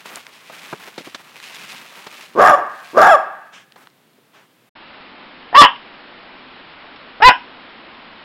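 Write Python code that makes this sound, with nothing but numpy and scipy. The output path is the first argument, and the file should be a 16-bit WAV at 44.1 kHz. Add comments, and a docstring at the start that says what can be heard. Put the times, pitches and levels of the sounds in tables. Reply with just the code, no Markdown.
"""First a yard: feet swish and scuff over dry grass, footfalls thud and stalks snap as filtered noise.
A terrier barks twice: pulses, rough then clear, ring a moving throat, echo off walls and drive the limiter.
It sniffs and huffs, two swells of noise. After a cut and a moment of silence, a hissy tiled room:
a tiny dog yaps, claws tick twice as clicks of noise, and it yaps again; loud yaps clip the microphone."""
import sys
import numpy as np
from scipy import signal
from scipy.fft import rfft, irfft, next_fast_len
from scipy.io import wavfile
from scipy.ndimage import uniform_filter1d, minimum_filter1d

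SR = 44100
rng = np.random.default_rng(int(sys.argv[2]) if len(sys.argv) > 2 else 0)


def digitize_waveform(pressure):
    """Quantize a signal to 16-bit integers and store it at the path in sys.argv[1].

    Rows of a 2-D input are taken as channels; values are limited to [-1, 1].
    """
    field = np.atleast_2d(pressure).T
    bounded = np.clip(field, -1, 1)
    quanta = np.round(bounded * 32767).astype(np.int16)
    wavfile.write(sys.argv[1], SR, quanta)


N = 363384
TIME = np.arange(N) / SR
YARD_ENDS_S, ROOM_STARTS_S = 4.692, 4.755
EDGE_HZ, ROOM_EDGE_HZ = 16000, 5500  # band limits: the final sound, and the room


def gain_of(db):
    """Decibels to amplitude."""
    return 10 ** (np.asarray(db) / 20)


def evened(x):
    """Scales to rms 1."""
    return x / np.sqrt(np.mean(x ** 2) + 1e-20)


def read(points, hz):
    """Reads a table on a log-frequency axis."""
    f, value = np.transpose(points)
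    return np.interp(np.log(hz + 1), np.log(f + 1), value)


def add(mix, s, sound):
    """Mixes a sound in at time s."""
    part = mix[round(s * SR):][:len(sound)]
    part += sound[:len(part)]


def blend(a, b, share):
    """From a to b as the share goes from 0 to 1."""
    return a + (b - a) * share


def ramp(t, start, length):
    """Goes from 0 to 1 over the given length."""
    return np.clip((t - start) / length, 0, 1)


def coloured(x, spectrum):
    """Filters x by a table of (frequency [Hz], level [dB]) and scales it to rms 1."""
    size = next_fast_len(len(x))
    gains = gain_of(read(spectrum, np.fft.rfftfreq(size, 1 / SR)))
    return evened(irfft(rfft(x, size) * gains, size)[:len(x)])


def band(x, lo_hz, hi_hz):
    """A gentle band-pass."""
    return signal.sosfilt(signal.butter(2, [lo_hz, min(hi_hz, SR / 2 - 1)], "band", fs=SR, output="sos"), x)


def low_pass(x, hz):
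    """A steep band limit."""
    return signal.oaconvolve(x, signal.firwin(511, hz, window=("kaiser", 9), fs=SR), "same")


def wander(size, hz):
    """Smooth random drift scaled to rms 1, its rates fading out around hz."""
    length = max(size, SR)
    f = np.fft.rfftfreq(length, 1 / SR)
    drift = irfft(rfft(rng.standard_normal(length)) * np.exp(-(f / hz) ** 2))
    return evened(drift)[:size]


def tick(db, hz, fade_s):
    """A brief dry click: noise around hz that falls by 1/e in each fade_s."""
    t = TIME[:SR // 10]
    return gain_of(db) * evened(band(rng.standard_normal(len(t)), hz * 0.4, hz * 1.28)) * np.exp(-t / fade_s)


def swells(rows, rise_s, fall_s):
    """Attack, hold and release for rows of (s, length, dB, dB): one gain curve for each level column."""
    return sum(gain_of(levels)[:, None] * ramp(TIME, s, rise_s) * (1 - ramp(TIME, s + length - fall_s, fall_s))
               for s, length, *levels in rows)


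def space(x, t60, colour, echoes, wet_db):
    """Direct sound, a few wall echoes, and a scattered tail whose bands die at their own speeds."""
    taps = rng.choice([-1., 1.], SR) * (rng.random(SR) < 1 / 10) * (TIME[:SR] > .008)
    hz, t, z = signal.stft(taps, SR, nperseg=512)
    decay_db = 60 * t / read(t60, hz)[:, None]
    z = z * gain_of(read(colour, hz)[:, None] - decay_db)
    response = signal.istft(z, SR, nperseg=512)[1]
    response *= gain_of(wet_db) / np.linalg.norm(response)
    for delay, db in echoes:
        add(response, delay, gain_of([db]))
    return x + signal.fftconvolve(x, response)[:N]


# how long the yard rings: (frequency [Hz], decay by 60 dB [s])
YARD_DECAY = [(200, 0.55), (750, 0.61), (1250, 0.72), (1700, 0.98), (2600, 1), (6000, 0.32), (14000, 0.29)]
# tint of the yard's tail: (frequency [Hz], relative level [dB])
YARD_TINT = [(200, 0.5), (440, 4), (540, -8), (660, 0.5), (800, -1), (1000, 2.5), (1190, -1.5),
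             (1420, -5.5), (1700, -4), (2000, -4.5), (2600, -5.5), (3400, -9.5), (5500, 1), (7200, -4.5),
             (10000, -2.5)]
# echoes off the yard walls: (delay [s], level [dB])
YARD_WALLS = [(.0044, -18.5), (0.037, -19.5), (0.06, -26), (.088, -24.5)]


def in_yard(x):
    """Open space with walls: sparse echoes and a tail that lingers in the middle bands."""
    return space(x, YARD_DECAY, YARD_TINT, YARD_WALLS, wet_db=-18.0)


# how long the tiled room rings: (frequency [Hz], decay by 60 dB [s])
ROOM_DECAY = [(200, 0.16), (1000, 0.23), (2000, 0.18), (3200, 0.24), (5400, 0.36)]
# tint of the room's tail: (frequency [Hz], relative level [dB])
ROOM_TINT = [(200, -16.5), (600, -7), (950, -1), (1180, -8.5), (1500, 3), (2100, -0.5), (3200, 5.5),
             (4400, -28), (5400, -7)]
# echoes off the room walls: (delay [s], level [dB])
ROOM_WALLS = [(.007, -9), (0.018, -20.5), (0.026, -54), (.044, -32)]


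def in_room(x):
    """A tiled room: a strong early slap and a short tail."""
    return space(x, ROOM_DECAY, ROOM_TINT, ROOM_WALLS, wet_db=-14.5)


# tone of the yard's air: (frequency [Hz], relative density [dB per Hz])
YARD_AIR_TONE = [(30, -57), (70, -34), (110, -7.5), (170, -7), (300, -10.5), (560, -14.5), (1500, -18),
                 (3500, -21), (6000, -30.5), (15000, -30)]


def yard_air():
    """Quiet steady noise, strongest in the low bands."""
    return gain_of(-57) * coloured(rng.standard_normal(N), YARD_AIR_TONE)


# tone of the room's hiss: (frequency [Hz], relative density [dB per Hz])
ROOM_HISS_TONE = [(20, -2), (90, -5.5), (160, -0.5), (240, 9), (420, 3), (1050, 6), (1700, 4), (3000, 1.5),
                  (3900, -3), (4600, -8.5), (5400, -16)]


def room_hiss():
    """A clearly audible bed of steady noise that falls off in the treble."""
    return gain_of(-41) * coloured(rng.standard_normal(N), ROOM_HISS_TONE)


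# tone of the grass and of the soil: (frequency [Hz], relative density [dB per Hz])
SWISH_TONE = [(500, -33.5), (1200, -10), (2500, 0), (4000, -6.5), (7000, -15), (14000, -24.5),
              (15500, -37.5)]
SCUFF_TONE = [(50, -37.5), (110, -16), (190, -6.5), (450, -8), (1100, -3), (2000, -7), (4000, -23.5)]
# feet and paws brushing the grass: (time [s], length [s], swish level [dB], dull scuff level [dB])
STRIDE_ROWS = [(0.04, 0.21, -42, -42), (0.51, 0.14, -42, -44), (0.6, 0.2, -42.5, -45.5),
               (0.79, 0.17, -44, -45), (0.976, 0.054, -33, -35), (1.04, 0.068, -35.5, -38),
               (1.42, 0.44, -40.5, -47), (1.94, 0.11, -44.5, -43), (2.09, 0.23, -43.5, -46.5),
               (3.76, 0.15, -55.5, -50)]
# light rustle between strides, mostly dying away once the terrier stands still: (time [s], level [dB])
RUSTLE_LEVEL = [(0, -49), (0.42, -49), (1.2, -49), (1.9, -45), (2.65, -55), (2.9, -46), (3.3, -63),
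                (4.1, -86), (4.68, -71.5)]
CRACKLES_PER_S, CRACKLE_SPREAD_DB = 4000, 1.7


def grass():
    """Shuffling feet: a swish of tiny crackles over a dull scuff of soil."""
    swish_gain, scuff_gain = swells(STRIDE_ROWS, rise_s=0.021, fall_s=0.091)
    rustle = gain_of(np.interp(TIME, *np.transpose(RUSTLE_LEVEL)))
    hits = rng.random(N) < CRACKLES_PER_S / SR
    sizes = gain_of(CRACKLE_SPREAD_DB * np.minimum(rng.exponential(1, N), 5))
    crackles = rng.standard_normal(N) * hits * sizes
    swish_flutter, scuff_flutter = gain_of(1.6 * wander(N, 27)), gain_of(2.2 * wander(N, 35))
    swish = coloured(crackles, SWISH_TONE) * np.hypot(swish_gain, rustle) * swish_flutter
    scuff = coloured(rng.standard_normal(N), SCUFF_TONE) * np.hypot(scuff_gain, rustle * gain_of(-2))
    return swish + scuff * scuff_flutter


# footfalls and soft bumps, levels before the envelope:
# (time [s], thud level [dB], pat level [dB], crunch level [dB])
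FOOTFALLS = [(0.497, -34, -29.5, -41), (0.727, -17, -18, -37), (0.873, -32, -53, -48),
             (0.978, -25.5, -26.5, -26), (1.002, -30.5, -51, -50), (1.07, -30, -28, -36),
             (1.145, -39, -27, -22.5), (2.066, -32, -28.5, -29), (3.758, -60, -35.5, -43),
             (4.181, -43, -58, -71)]
STEP_RISE_S, STEP_T60_S = .0022, 0.05


def footfalls():
    """Each footfall is a thud, a pat of soil and a crunch: three noise bands under one fast decay."""
    out, t = np.zeros(N), TIME[:SR // 5]
    envelope = (1 - np.exp(-t / STEP_RISE_S)) * np.exp(-np.log(1000) * t / STEP_T60_S)
    for s, thud_db, pat_db, crunch_db in FOOTFALLS:
        parts = [(thud_db, 165, 560), (pat_db, 400, 1300), (crunch_db, 1300, 4500)]
        blow = sum(gain_of(db) * evened(band(rng.standard_normal(len(t)), lo, hi)) for db, lo, hi in parts)
        add(out, s, blow * envelope)
    return out


# dry stalks snapping: (time [s], level before the fade [dB], tone [Hz])
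STALK_SNAPS = [(0.057, -19, 1080), (0.158, -19.5, 6500), (0.267, -21, 2710), (0.661, -30, 2640),
               (1.358, -26.5, 2180), (1.401, -26.5, 2700), (3.722, -33.5, 3530), (3.872, -27.5, 1580),
               (3.901, -49, 4500), (4.133, -48, 2965)]


def stalks():
    """Dry stalks snap: clicks of noise that die within a few milliseconds."""
    out = np.zeros(N)
    for s, db, hz in STALK_SNAPS:
        add(out, s, tick(db, hz, fade_s=0.00095))
    return out


# claws ticking: (time [s], level before the fade [dB], tone [Hz])
CLAW_TICKS = [(5.759, -35, 2700), (6.96, -42, 4200)]


def claws():
    """Claws tick: clicks of noise a little longer than a snapping stalk."""
    out = np.zeros(N)
    for s, db, hz in CLAW_TICKS:
        add(out, s, tick(db, hz, fade_s=0.006))
    return out


# tone of the air in the nose: (frequency [Hz], relative density [dB per Hz])
NOSE_TONE = [(500, 0.5), (1500, 7.5), (3200, 8.5), (4500, -6), (5800, 0.5), (9000, -12), (12000, -31)]
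# the sniff and the huff: (time [s], length [s], nose hiss level [dB], mouth puff level [dB])
BREATHS = [(3.52, 0.14, -42, -65), (4.325, 0.16, -58, -49.5)]


def terrier_breath():
    """A sniff, then a huff: bright noise from the nose and duller noise from the mouth swell and fade."""
    nose, mouth = swells(BREATHS, rise_s=0.023, fall_s=0.11)
    hiss = coloured(rng.standard_normal(N), NOSE_TONE)
    puff = evened(band(rng.standard_normal(N), 252, 2300))
    return nose * hiss + mouth * puff


def resonate(x, hz, width):
    """A steep resonance of gain 1 that follows the curve hz."""
    turn, r = np.exp(2j * np.pi * np.cumsum(hz) / SR), np.exp(-np.pi * width / SR)
    return 2 * (turn * signal.lfilter([(1 - r) ** 2], [1, -2 * r, r * r], x / turn)).real


UPPER_FROM_HZ, TREBLE_FROM_HZ, HISSY_FROM_HZ = 800, 2250, 4000
SHIMMER_HZ = 170  # a rough voice comes in uneven bursts
QUIVER, QUIVER_HZ = .06, 70  # share by which the resonances move while the voice is rough, and its rate


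def bark(effort_db, hz, rough, mouth, treble_db, throat, jitter, jitter_hz, uneven, breath, tilt_db,
         shimmer_db, hiss, shut_db, rattle, rattle_hz):
    """Vocal pulses, shaken and mixed with air when rough, pass a throat that opens and shuts."""
    size, rough = len(hz), np.clip(rough, 0, 1)
    turns = np.cumsum(hz * (1 + jitter * rough * wander(size, jitter_hz))) / SR
    # tilt_db is the slope per octave
    folds = evened(sum(gain_of(tilt_db * np.log2(k)) * np.sin(2 * np.pi * k * turns) for k in range(1, 22)))
    folds *= 1 + uneven * rough * np.cos(np.pi * turns)  # strong and weak pulses alternate: half lines
    beats = np.cumsum(rattle_hz * (1 + jitter * wander(size, jitter_hz))) / SR
    folds *= 1 + rattle * rough * np.cos(2 * np.pi * beats)  # loose tissue: side lines around each harmonic
    air = evened((1 + np.cos(2 * np.pi * turns)) * rng.standard_normal(SR)[:size])
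    shimmer = gain_of(shimmer_db * rough * wander(size, SHIMMER_HZ))
    drive = ((1 - rough) * folds + breath * rough * air) * shimmer
    # air at the teeth helps to ring the highest resonances
    hissy = blend(drive, air, np.clip(hiss * rough, 0, 1))
    upper_db = shut_db * np.maximum(1 - mouth, 0)  # a half-shut mouth lets out mainly the lowest ones
    voice = 0
    for f, width, db, follows in throat:
        level_db = db + upper_db * ramp(f, UPPER_FROM_HZ, UPPER_FROM_HZ) + treble_db * (f > TREBLE_FROM_HZ)
        tuned = f * mouth ** follows * (1 + QUIVER * rough * wander(size, QUIVER_HZ))
        source = hissy if f > HISSY_FROM_HZ else drive
        voice = voice + gain_of(level_db) * resonate(source, tuned, width)
    voice /= np.sqrt(uniform_filter1d(voice ** 2, size=600) + 1e-12)  # effort alone sets the loudness
    return gain_of(effort_db) * voice * signal.windows.tukey(size, .02)


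# a soft grunt leads in; pitch and mouth climb as the effort swells and the voice clears; then it breaks up
GRUNT_S, GRUNT_DB, GRUNT_ROUGH, GRUNT_MUFFLE_DB = .018, -24, 0.4, -14
YAP_ATTACK_S, YAP_START_DB = 0.0046, -7.5
CLIMB_S, PITCH_CLIMB, MOUTH_CLIMB = 0.0478, .225, 0.23  # climbs as shares of the top pitch and widest mouth
BREAK_S, YAP_RELEASE_S, YAP_RELEASE_DB = 0.025, 0.041, -12
ROUGH_LEAD_S = 0.0084  # the roughness sets in a little before the pitch gives way


def yap_gesture(length, peak_db, broken_db, top_hz, break_s, sag, start_rough, top_rough, broken_rough,
                widest, end_mouth):
    """Effort, pitch, roughness, mouth and treble of a yap: grunt, swelling climb, rough sagging end."""
    t = np.arange(-GRUNT_S, length, 1 / SR)
    opened = ramp(t, -YAP_ATTACK_S / 2, YAP_ATTACK_S)
    broken = ramp(t, break_s - BREAK_S / 2, BREAK_S)
    below_top = np.minimum(t / CLIMB_S - 1, 0) ** 2
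    swell_db = blend(YAP_START_DB, peak_db, ramp(t, 0, break_s))
    voice_db = blend(swell_db, broken_db, ramp(t, break_s, BREAK_S / 2))
    voice_db += YAP_RELEASE_DB * ramp(t, length - YAP_RELEASE_S, YAP_RELEASE_S) ** 2
    hz = top_hz * (1 - PITCH_CLIMB * below_top) * (1 - sag * broken)
    roughening = ramp(t + ROUGH_LEAD_S, break_s - BREAK_S / 2, BREAK_S)
    rough = blend(blend(top_rough, start_rough, below_top), broken_rough, roughening)
    mouth = blend(widest * (1 - MOUTH_CLIMB * below_top), end_mouth, broken)
    return (blend(GRUNT_DB, voice_db, opened), hz, blend(GRUNT_ROUGH, rough, opened), mouth,
            GRUNT_MUFFLE_DB * (1 - opened))


# the tiny dog's throat, shaped a little differently for each yap, one list a yap:
# (resonance [Hz], width [Hz], level [dB], how far it follows the jaw [0-1])
YAP_THROATS = [
    [(1109, 316, 11.5, 0.9), (1908, 266, 4, 0.08), (2940, 630, -1.5, 0.74), (4630, 500, -18, 0)],
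    [(895.5, 235, 11.5, 0.62), (1588, 620, 6.5, 1), (2515, 210, 2, 0.06), (2843, 124, 2.5, 0.02),
     (3620, 800, -12, 0.56), (5000, 1700, -15.5, 0)],
]
# yaps, timed from the mouth opening: (time [s], length [s], peak effort [dB], effort after the break [dB],
# top pitch [Hz], voice breaks after [s], pitch lost in the break [0-1], roughness at the start [0-1],
# at the top [0-1] and after the break [0-1], widest mouth [factor], mouth at the end [factor])
YAP_ROWS = [(5.546, 0.12, 12, 0.5, 594, .07, .08, 0.506, 0.066, 0.48, 1.082, 0.933),
            (7.22, 0.1, 4.2, -6, 509.8, 0.0676, 0.0417, 0.12, 0.02, 0.5, 1.211, 0.923)]


def tiny_dog():
    """Shrill yaps: pitch and throat climb together, then the voice breaks up and sags."""
    out = np.zeros(N)
    for (s, *shape), throat in zip(YAP_ROWS, YAP_THROATS):
        yap = bark(*yap_gesture(*shape), throat, jitter=0.1323, jitter_hz=302, uneven=0.92, breath=0.9,
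                   tilt_db=0.4, shimmer_db=7.0, hiss=0.2, shut_db=-5, rattle=0.65, rattle_hz=145.5)
        add(out, s - GRUNT_S, yap)
    return out


# tone of the rasp at the terrier's teeth: (frequency [Hz], relative density [dB per Hz])
RASP_TONE = [(2000, -28), (3800, -3), (5000, 3.5), (6500, -3), (8500, -13.5), (13000, -9.5), (15500, -22)]
RASP_DB = -29.5  # relative to the effort, at full roughness
RASP_BURST_DB, RASP_BURST_HZ = 6.5, 130  # depth and rate of its bursts


def rasp(effort_db, rough):
    """Air torn at the teeth: a wide, ragged hiss that comes in bursts while the voice is hoarse."""
    bursts_db = RASP_BURST_DB * wander(len(rough), RASP_BURST_HZ)
    hiss = coloured(rng.standard_normal(SR), RASP_TONE)[:len(rough)]
    return hiss * rough ** 2 * gain_of(effort_db + RASP_DB + bursts_db)


# a bark starts as a low grumble behind a nearly shut mouth; its pitch is the one reached at the opening
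GRUMBLE_S, GRUMBLE_HZ, GRUMBLE_HZ_PER_S, GRUMBLE_DB_PER_S, GRUMBLE_ROUGH = .042, 395.2, 2200, 474, 0.567
# it bursts out hoarse, climbs in pitch, cracks, and ends as a clean falling note
BARK_ATTACK_S, CRACK_S, BARK_RELEASE_S, BARK_RELEASE_DB = 0.0077, 0.011, 0.015, -20.5
BARK_START_HZ, BARK_TOP_HZ, FALL_POWER = 557.8, 811, 1.8
OPENING_ROUGH, HOARSE, CLEAN = .6, 0.82, 0.03  # hoarsest from the moment the jaw is widest until it clears
NOTE_DB, NOTE_BRIGHT_DB = -5.5, 4.5  # the clean note is softer but brighter
CLEAR_CHANGE_S = 0.008  # spread of the brief level change as the voice clears
# the treble is muffled while the lips part and again as they close
BARK_MUFFLE_DB, LIPS_PART_S, LIPS_CLOSE_S = -2, 0.04, 0.019
SHUT_MOUTH, AJAR_MOUTH, END_MOUTH = 0.5, 0.75, 0.89  # factors on the throat


def bark_gesture(length, loud_db, grumble_db, crest_s, cracked_hz, end_hz, clear_s, clearing_s,
                 clear_change_db, widest, jaw_s):
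    """Effort, pitch, roughness, mouth and treble of a bark: grumble, hoarse climb, crack, falling note."""
    t = np.arange(-GRUMBLE_S, length, 1 / SR)
    opened, cracked = ramp(t, -BARK_ATTACK_S / 2, BARK_ATTACK_S), ramp(t, crest_s, CRACK_S)
    clear = ramp(t, clear_s - clearing_s, clearing_s)
    voice_db = loud_db + NOTE_DB * clear
    voice_db += clear_change_db * np.exp(-((t - clear_s) / CLEAR_CHANGE_S) ** 2)
    voice_db += BARK_RELEASE_DB * ramp(t, length - BARK_RELEASE_S, BARK_RELEASE_S) ** 2
    climb = blend(BARK_START_HZ, BARK_TOP_HZ, ramp(t, 0, crest_s))
    fall = blend(cracked_hz, end_hz, ramp(t, crest_s, length - crest_s) ** FALL_POWER)
    hoarse = blend(OPENING_ROUGH, HOARSE, ramp(t, 0, jaw_s))
    mouth = np.interp(t, [-GRUMBLE_S, 0, jaw_s, length], [SHUT_MOUTH, AJAR_MOUTH, widest, END_MOUTH])
    lips = 1 - ramp(t, 0, LIPS_PART_S) + ramp(t, length - LIPS_CLOSE_S, LIPS_CLOSE_S)
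    return (blend(grumble_db + GRUMBLE_DB_PER_S * t, voice_db, opened),
            blend(GRUMBLE_HZ + GRUMBLE_HZ_PER_S * t, blend(climb, fall, cracked), opened),
            blend(GRUMBLE_ROUGH, blend(hoarse, CLEAN, clear), opened),
            mouth,
            NOTE_BRIGHT_DB * clear ** 2 + BARK_MUFFLE_DB * lips)


# the terrier's open throat: (resonance [Hz], width [Hz], level [dB], how far it follows the jaw [0-1])
BARK_THROAT = [(392, 45, -5, 1), (716, 276, 8.5, 1), (1188, 220, 11, 0.2), (1617, 168, 6, 0.25),
               (2632, 130, -14, 0.02), (3340, 200, -15.5, 0.1), (5330, 350, -24, 0), (7120, 510, -27, 0.3),
               (10100, 2400, -36, 0)]
# barks, timed from the mouth opening: (time [s], length [s], effort [dB], grumble at the opening [dB],
# pitch crest after [s], pitch after the crest [Hz], pitch at the end [Hz], voice clear after [s],
# clearing takes [s], brief level change as the voice clears [dB] (a dip in the first bark, a small swell
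# in the second), widest mouth [factor on the throat], widest after [s])
BARK_ROWS = [(2.393, .166, -1, -8, .072, 604.5, 563.6, .133, .012, -8.5, 1.07, 0.06),
             (2.974, .192, -0.5, -14, .128, 681, 510.3, .133, 0.0434, 2.5, 1.2, .09)]


def terrier():
    """Hoarse barks with a rasp at the teeth that end in a clean falling note."""
    out = np.zeros(N)
    for s, *shape in BARK_ROWS:
        effort_db, hz, rough, mouth, treble_db = bark_gesture(*shape)
        voice = bark(effort_db, hz, rough, mouth, treble_db, BARK_THROAT, jitter=.14, jitter_hz=165.0,
                     uneven=0.97, breath=0.5, tilt_db=-0.38, shimmer_db=3.0, hiss=0.91, shut_db=-36.0,
                     rattle=1.5, rattle_hz=175.74)
        add(out, s - GRUMBLE_S, rasp(effort_db, rough) + voice)
    return out


def scene():
    """The yard with its bass cut away, a moment of silence at the cut, then the duller room."""
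    yard = yard_air() + grass() + footfalls() + stalks() + terrier_breath() + in_yard(terrier())
    yard = signal.sosfilt(signal.butter(3, 125, "high", fs=SR, output="sos"), yard)
    room = low_pass(room_hiss() + in_room(claws() + tiny_dog()), ROOM_EDGE_HZ)
    heard = np.array([TIME < YARD_ENDS_S, TIME > ROOM_STARTS_S], float)
    yard_fade, room_fade = uniform_filter1d(heard, size=300)
    return (yard * yard_fade + room * room_fade)[None]


def flatten(x):
    """Flattens the peaks at full scale."""
    return x / (1 + x ** 20) ** (1 / 20)


def limiter(x, recovery_db_per_s):
    """The gain falls at once and recovers quickly; what still overshoots is flattened."""
    over_db = np.maximum(20 * np.log10(abs(x) + 1e-9) - 0.3, 0)  # acts from 0.3 dB above full scale
    recovery_db = TIME * recovery_db_per_s
    gain = gain_of(recovery_db - np.maximum.accumulate(over_db + recovery_db))
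    return flatten(x * uniform_filter1d(minimum_filter1d(gain, size=40), size=40))


def overload(x, dull_db):
    """Flat-topped clipping; the harsh top that it adds comes out duller."""
    clipped = flatten(x)
    body = low_pass(clipped, ROOM_EDGE_HZ)
    return body + gain_of(dull_db) * (clipped - body)


def record(dry):
    """A limiter holds the yard; the room overloads the microphone; then the band limit."""
    yard = limiter(dry[0], recovery_db_per_s=1105)
    room = overload(dry[0], dull_db=-13.0)
    return low_pass(np.where(TIME < YARD_ENDS_S, yard, room), EDGE_HZ)[None]


dry = scene()
out = record(dry)
digitize_waveform(out)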